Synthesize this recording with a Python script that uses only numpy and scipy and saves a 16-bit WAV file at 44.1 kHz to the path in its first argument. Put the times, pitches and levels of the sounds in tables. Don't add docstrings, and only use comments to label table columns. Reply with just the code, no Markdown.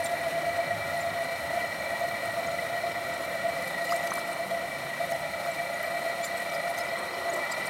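import sys
import numpy as np
from scipy import signal
from scipy.fft import rfft, irfft, next_fast_len
from scipy.io import wavfile

SR = 44100
rng = np.random.default_rng(int(sys.argv[2]) if len(sys.argv) > 2 else 0)


def log_audio(samples):
    frames = np.atleast_2d(samples).T
    limited = np.clip(frames, -1, 1)
    pcm = np.round(limited * 32767).astype(np.int16)
    wavfile.write(sys.argv[1], SR, pcm)


N = 339129

# time_s, rolling_level_db, hiss_level_db
DRIVE_LEVELS = [(0.0, -33.5, -45.5), (0.5, -33.5, -48), (3.55, -33.5, -48), (4.03, -33.2, -46),
                (4.4, -34.5, -48), (5.4, -34.5, -47.5), (6.75, -33, -47), (7.11, -34, -48),
                (7.69, -31.5, -48)]
# pitch_hz, width_hz, relative_level_db
HOUSING_MODES = [(530, 98, -10), (595.5, 115, -8), (673, 38, -7), (788.5, 64, -16), (950, 155, -19.5),
                 (1220, 147, -19), (1366, 134, -15), (1493, 230, -22.5), (1789, 35, -19.5),
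                 (1910, 40, -7.5), (1987, 88, -10), (2128, 176, -23), (2320, 31.5, -10), (2746, 37, -30),
                 (2973, 83, -26.5), (3320, 50, -27.5), (3653, 170, -28), (3915, 205, -27), (4020, 178, -24),
                 (4246, 127, -25.5), (4840, 81, -36.5), (5650, 250, -36.5), (6690, 160, -42.5),
                 (8430, 72, -32)]
# time_s, level_db (before throbs and flicker)
HUM_LEVELS = [(0.0, -33.0), (0.56, -31.5), (0.86, -40), (0.94, -34.5), (1.19, -35), (1.43, -44.0),
              (1.58, -30.5), (1.76, -49.5), (2.04, -30), (2.13, -40.5), (2.42, -34.5), (2.53, -37.5),
              (2.85, -35.5), (3.26, -42.5), (3.5, -31.5), (3.67, -42), (3.98, -31), (4.18, -41.5),
              (4.57, -33.5), (4.85, -50.0), (5.05, -32.5), (5.36, -42), (5.52, -35), (5.69, -38.5),
              (6.04, -34), (6.51, -39.5), (6.66, -33.5), (7.16, -45), (7.31, -32.5), (7.48, -47.5),
              (7.69, -50.0)]
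# rate_hz, depth_0_to_1, phase_rad
HUM_THROBS = [(8.385, .5, -0.23), (6.52, 0.22, 2.3)]
# time_s, level_db
WHINE_LEVELS = [(0, -51), (1.0, -57), (1.5, -65), (1.9, -77), (7.69, -80)]
# pitch_hz, relative_level_db (per Hz)
HISS_COLOUR = [(1470, -23), (2500, -2.5), (3410, -13.5), (4160, -4.5), (4610, -12), (7550, -15),
               (8620, -10), (14400, -16.5), (15900, -26)]
# time_s, level_db
RUSH_LEVELS = [(0, -80), (6.75, -58), (6.95, -46.5), (7.35, -43.5), (7.69, -39)]
# pitch_hz, width_hz, relative_level_db
RUSH_RESONANCES = [(365, 38, 5.5), (593, 83, -7.5), (985, 130, -2.5), (1230, 120, -0.5)]
# start_s, peak_db, start_pitch_hz, pitch_rise_per_s (share of start pitch), fall_60_db_s
BUBBLES = [(3.922, -19.5, 1114, 30, 0.04), (4.118, -15.5, 950, 120, 0.019), (4.176, -24.5, 900, 78, 0.044),
           (5.461, -26, 1200, 29.8, .03), (7.515, -26, 890, 30, 0.032)]
# centre_s, peak_db, pitch_hz, length_s
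DROPLETS = [(0.047, -31.5, 8730, 0.018), (0.06, -34, 3760, 0.01), (0.065, -36.5, 7360, 0.021),
            (0.073, -37, 3590, 0.006), (0.218, -45, 8530, 0.016), (0.978, -42, 8830, 0.0099),
            (1.015, -41.5, 7200, 0.022), (1.241, -43, 8560, 0.017), (1.651, -42, 8750, 0.006),
            (2.258, -42, 8510, 0.015), (2.321, -41, 8560, 0.006), (2.474, -37, 6640, 0.008),
            (2.517, -43, 6930, 0.009), (3.141, -41, 7590, 0.007), (3.488, -41, 8410, 0.006),
            (3.679, -42, 11290, 0.022), (3.896, -34, 2930, 0.008), (3.91, -34, 4860, 0.01),
            (3.916, -45, 6680, 0.024), (3.922, -31, 5080, 0.0055), (3.947, -37, 7590, 0.006),
            (3.968, -39, 8600, 0.018), (4.029, -46, 6860, 0.016), (4.056, -44, 11150, 0.013),
            (4.067, -43, 7830, 0.005), (4.076, -39, 4620, 0.005), (4.076, -42, 6310, 0.006),
            (4.108, -31, 6200, 0.004), (4.113, -39, 6000, 0.004), (4.14, -27, 10300, 0.003),
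            (4.173, -38, 13330, 0.005), (4.183, -32, 9360, 0.003), (4.193, -39, 5070, 0.005),
            (4.33, -37.5, 8620, 0.012), (5.136, -42, 5260, 0.009), (5.518, -42, 7660, 0.014),
            (5.743, -42, 6790, 0.009), (5.831, -39, 13300, 0.007), (6.245, -37, 3430, 0.009),
            (6.245, -42, 4610, 0.02), (6.25, -36, 7200, 0.053), (6.251, -42, 10630, 0.019),
            (6.252, -43, 14120, 0.019), (6.26, -42, 8850, 0.019), (6.376, -42, 8120, 0.021),
            (6.403, -41, 8430, 0.008), (6.501, -40, 5760, 0.006), (6.551, -41, 4910, 0.03),
            (6.705, -41, 11000, 0.007), (6.78, -40, 6300, 0.017), (6.807, -39.5, 5190, 0.028),
            (6.89, -41, 5100, 0.009), (6.92, -45, 4700, 0.005), (6.99, -40, 8480, 0.015),
            (7.034, -44, 8460, 0.01), (7.143, -44, 4680, 0.01), (7.302, -39, 6750, 0.015),
            (7.338, -36, 8000, 0.01), (7.522, -36, 7600, 0.025), (7.523, -37.5, 4820, 0.029),
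            (7.672, -37, 9000, 0.009), (7.678, -39, 4770, 0.009)]
# centre_s, level_db, length_s
WATER_SPLASHES = [(0.06, -43, .035), (2, -46, .03), (2.09, -46, 0.011), (3.07, -47, .01),
                  (3.252, -45, .015), (3.625, -43, 0.011), (3.678, -42, .012), (3.852, -45, 0.027),
                  (3.892, -44, .008), (3.923, -44, .035), (3.962, -41, .02), (4.05, -48, .015),
                  (4.074, -40, 0.0064), (4.137, -38, .008), (4.158, -45, 0.025), (4.196, -43, 0.018),
                  (5.118, -46, 0.028), (5.465, -47, .01), (5.83, -44, .015), (6.25, -45, .035),
                  (6.381, -51, 0.045), (6.55, -47, .025), (6.69, -47, 0.036), (6.788, -40, .025),
                  (7.342, -41, .02), (7.363, -45, .008), (7.519, -42, .025), (7.665, -45, 0.028)]
# time_s, rumble_level_db, roar_level_db
TRAFFIC_LEVELS = [(0, -51, -48.5), (.4, -50, -45), (1.1, -48.5, -49.5), (2.2, -47.5, -48),
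                  (3.0, -48.5, -48), (4.3, -51.5, -47), (5.4, -51.5, -50.5), (5.9, -54, -48.5),
                  (6.9, -53.5, -50), (7.69, -52.5, -52)]
# pitch_hz, relative_level_db (per Hz)
RUMBLE_COLOUR = [(25, -44), (45, -38), (62, -11), (80, -0.5), (110, -3.5), (160, 0.5), (260, -6),
                 (500, -27)]
# pitch_hz, relative_level_db (per Hz)
ROAR_COLOUR = [(120, -21), (220, -4.5), (330, -1), (400, -2.5), (450, -11.5), (800, -9.5), (2000, -19.5),
               (5000, -53)]
# time_s, pitch_hz, level_db (before flicker)
ENGINE_DRONE = [(0, 165.8, -61), (.35, 163, -49.5), (1.1, 154.3, -54.5), (2.2, 165.6, -72), (3.0, 172, -70),
                (3.4, 178, -51), (4.1, 181, -59), (4.5, 186.3, -54.5), (5.4, 187.5, -60.5),
                (7.69, 189, -61.5)]
# time_s, pitch_hz, level_db (before flicker)
LOW_ENGINE_DRONE = [(0, 100.3, -67), (.6, 100, -58), (1.9, 90, -61), (2.25, 102.4, -58), (2.7, 112, -61),
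                    (3.6, 140, -63), (4.3, 148, -60.5), (5.5, 150.7, -56), (6.8, 150, -61.5),
                    (7.69, 151, -71)]

SHAFT_HZ, SHAFT_PHASE_RAD, SHAFT_DEPTH_DB = 27.66, 2.74, 1.0
HUM_HZ, PARTNER_BELOW_HZ, WHINE_HZ = 685.4, 23.16, 1667
DROP_BLUR_HZ, WET_BLUR_HZ = 30, 160
SPECKS_PER_S, SPECKS_PER_SPLASH_S, SPRAY_SPREAD_S = 6.0, 110.0, 0.1
BASS_CUT_HZ, TREBLE_CUT_HZ = 45, 16000


def amp(db):
    return 10 ** (np.asarray(db) / 20)


def rms_one(x):
    return x / np.sqrt(np.mean(x ** 2) + 1e-20)


def in_time(rows):
    time_s, *columns = np.transpose(rows)
    return [np.interp(np.arange(N) / SR, time_s, column) for column in columns]


def drift(rate_hz):
    r = np.exp(-2 * np.pi * rate_hz / SR)
    noise = rng.standard_normal(N + SR)
    return rms_one(signal.lfilter([1], [1, -2 * r, r * r], noise)[SR:])


def coloured(colour):
    size = next_fast_len(N)
    hz, db = np.transpose(colour)
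    all_hz = np.linspace(1, SR / 2, size // 2 + 1)
    gain = amp(np.interp(np.log(all_hz), np.log(hz), db))
    return rms_one(irfft(rfft(rng.standard_normal(size)) * gain, size)[:N])


def wavering(hz, waver_hz, rate_hz):
    pitch = hz + waver_hz * drift(rate_hz)
    return np.sqrt(2) * np.sin(2 * np.pi * np.cumsum(pitch) / SR)


def resonance(x, hz, width_hz):
    r = np.exp(-np.pi * width_hz / SR)
    feed = np.array([1, 0, -1]) * (1 - r * r) / 2
    return signal.lfilter(feed, [1, -2 * r * np.cos(2 * np.pi * hz / SR), r * r], x)


def modes(x, table, patchy_db):
    total = np.zeros(N)
    for k, (hz, width_hz, db) in enumerate(table):
        level = amp(db + patchy_db * drift(3.7))
        total += (-1) ** k * level * resonance(x, hz, width_hz)
    return total


def swell(centre_s, length_s):
    return np.exp(-8 * ((np.arange(N) / SR - centre_s) / length_s) ** 2)


def shaft(lag_rad):
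    turn = 2 * np.pi * SHAFT_HZ * np.arange(N) / SR
    return amp(SHAFT_DEPTH_DB * np.cos(turn + SHAFT_PHASE_RAD - lag_rad))


def housing(rolling_db):
    contacts = rng.standard_normal(N) * amp(0.6 * drift(170)) * shaft(0)
    ringing = modes(contacts, HOUSING_MODES, patchy_db=0.83)
    band = signal.butter(4, [470, 9500], "band", fs=SR, output="sos")
    return amp(rolling_db) * rms_one(signal.sosfilt(band, ringing))


def hum(partner_db=-9):
    t = np.arange(N) / SR
    throb = 1 + sum(depth * np.cos(2 * np.pi * rate * t + phase) for rate, depth, phase in HUM_THROBS)
    throb = np.maximum(throb, 0.03)
    main = wavering(HUM_HZ, 6.35, 12.2)
    partner = amp(partner_db) * wavering(HUM_HZ - PARTNER_BELOW_HZ, 5.17, 11.6)
    flickering_level = amp(in_time(HUM_LEVELS)[0] + 1.63 * drift(34))
    return flickering_level * throb * shaft(0.05) * (main + partner)


def whine():
    return amp(in_time(WHINE_LEVELS)[0]) * wavering(WHINE_HZ, 4.9, 17)


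def hiss(hiss_db):
    return amp(hiss_db + 1.08 * drift(26)) * coloured(HISS_COLOUR)


def rush():
    hollow = modes(rng.standard_normal(N), RUSH_RESONANCES, patchy_db=3.5)
    return amp(in_time(RUSH_LEVELS)[0]) * rms_one(hollow)


def plops():
    out = np.zeros(N + SR)
    t = np.arange(SR // 10) / SR
    for start_s, db, hz, rise, fall_s in BUBBLES:
        tone = np.sin(2 * np.pi * hz * (t + rise * t * t / 2))
        onset = np.minimum(t / 0.00067, 1)
        out[round(start_s * SR):][:len(t)] += tone * amp(db - 60 * t / fall_s) * onset
    return out[:N]


def drops(rise_per_s=0.86):
    out = np.zeros(N + SR)
    t = np.arange(-SR // 30, SR // 30) / SR
    for centre_s, db, hz, length_s in DROPLETS:
        in_splash = any(abs(centre_s - at) < span / 2 for at, _, span in WATER_SPLASHES)
        blur_hz = DROP_BLUR_HZ + in_splash * WET_BLUR_HZ
        walk = np.cumsum(rng.standard_normal(len(t)))
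        phase = 2 * np.pi * hz * (t + rise_per_s * t * t / 2) + np.sqrt(2 * np.pi * blur_hz / SR) * walk
        envelope = amp(db) * np.exp(-8 * (t / length_s) ** 2)
        out[round((centre_s + t[0]) * SR):][:len(t)] += envelope * np.sin(phase)
    return out[:N]


def splashes():
    grainy = rng.standard_normal(N) * amp(3.3 * drift(400))
    band = signal.butter(2, [3500, 14000], "band", fs=SR, output="sos")
    level = sum(amp(db) * swell(centre_s, length_s) for centre_s, db, length_s in WATER_SPLASHES)
    return rms_one(signal.sosfilt(band, grainy)) * level


def spray(level_db=-46, tick_s=0.0041):
    extra = sum(swell(centre_s, SPRAY_SPREAD_S) for centre_s, _, _ in WATER_SPLASHES)
    rate = SPECKS_PER_S + SPECKS_PER_SPLASH_S * extra
    born = (rng.random(N) < rate / SR) * amp(level_db + 3.0 * rng.standard_normal(N))
    pitch_choice = rng.integers(0, 12, N)
    soft = np.hanning(round(tick_s * SR))
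    t = np.arange(len(soft)) / SR
    out = np.zeros(N)
    for k, hz in enumerate(np.geomspace(4500, 13500, 12)):
        tick = soft * np.sin(2 * np.pi * hz * t)
        out += signal.oaconvolve(born * (pitch_choice == k), tick)[:N]
    return out


def traffic():
    rumble_db, roar_db = in_time(TRAFFIC_LEVELS)
    hz, drone_db = in_time(ENGINE_DRONE)
    low_hz, low_db = in_time(LOW_ENGINE_DRONE)
    drone = amp(drone_db + 3.8 * drift(11.0)) * wavering(hz, 6.1, 10.83)
    low_drone = amp(low_db + 5.1 * drift(4.6)) * wavering(low_hz, 5.44, 8)
    rumble = amp(rumble_db) * coloured(RUMBLE_COLOUR)
    roar = amp(roar_db) * coloured(ROAR_COLOUR)
    return rumble + drone + low_drone + roar


def scene():
    rolling_db, hiss_db = in_time(DRIVE_LEVELS)
    wheel = housing(rolling_db) + hum() + whine() + hiss(hiss_db) + rush()
    water = plops() + drops() + splashes() + spray()
    return (wheel + water + traffic())[None]


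def record(dry):
    bass_cut = signal.butter(2, BASS_CUT_HZ, "high", fs=SR, output="sos")
    treble_cut = signal.ellip(12, 0.5, 70, TREBLE_CUT_HZ, fs=SR, output="sos")
    return signal.sosfilt(treble_cut, signal.sosfilt(bass_cut, dry))


dry = scene()
out = record(dry)
log_audio(out)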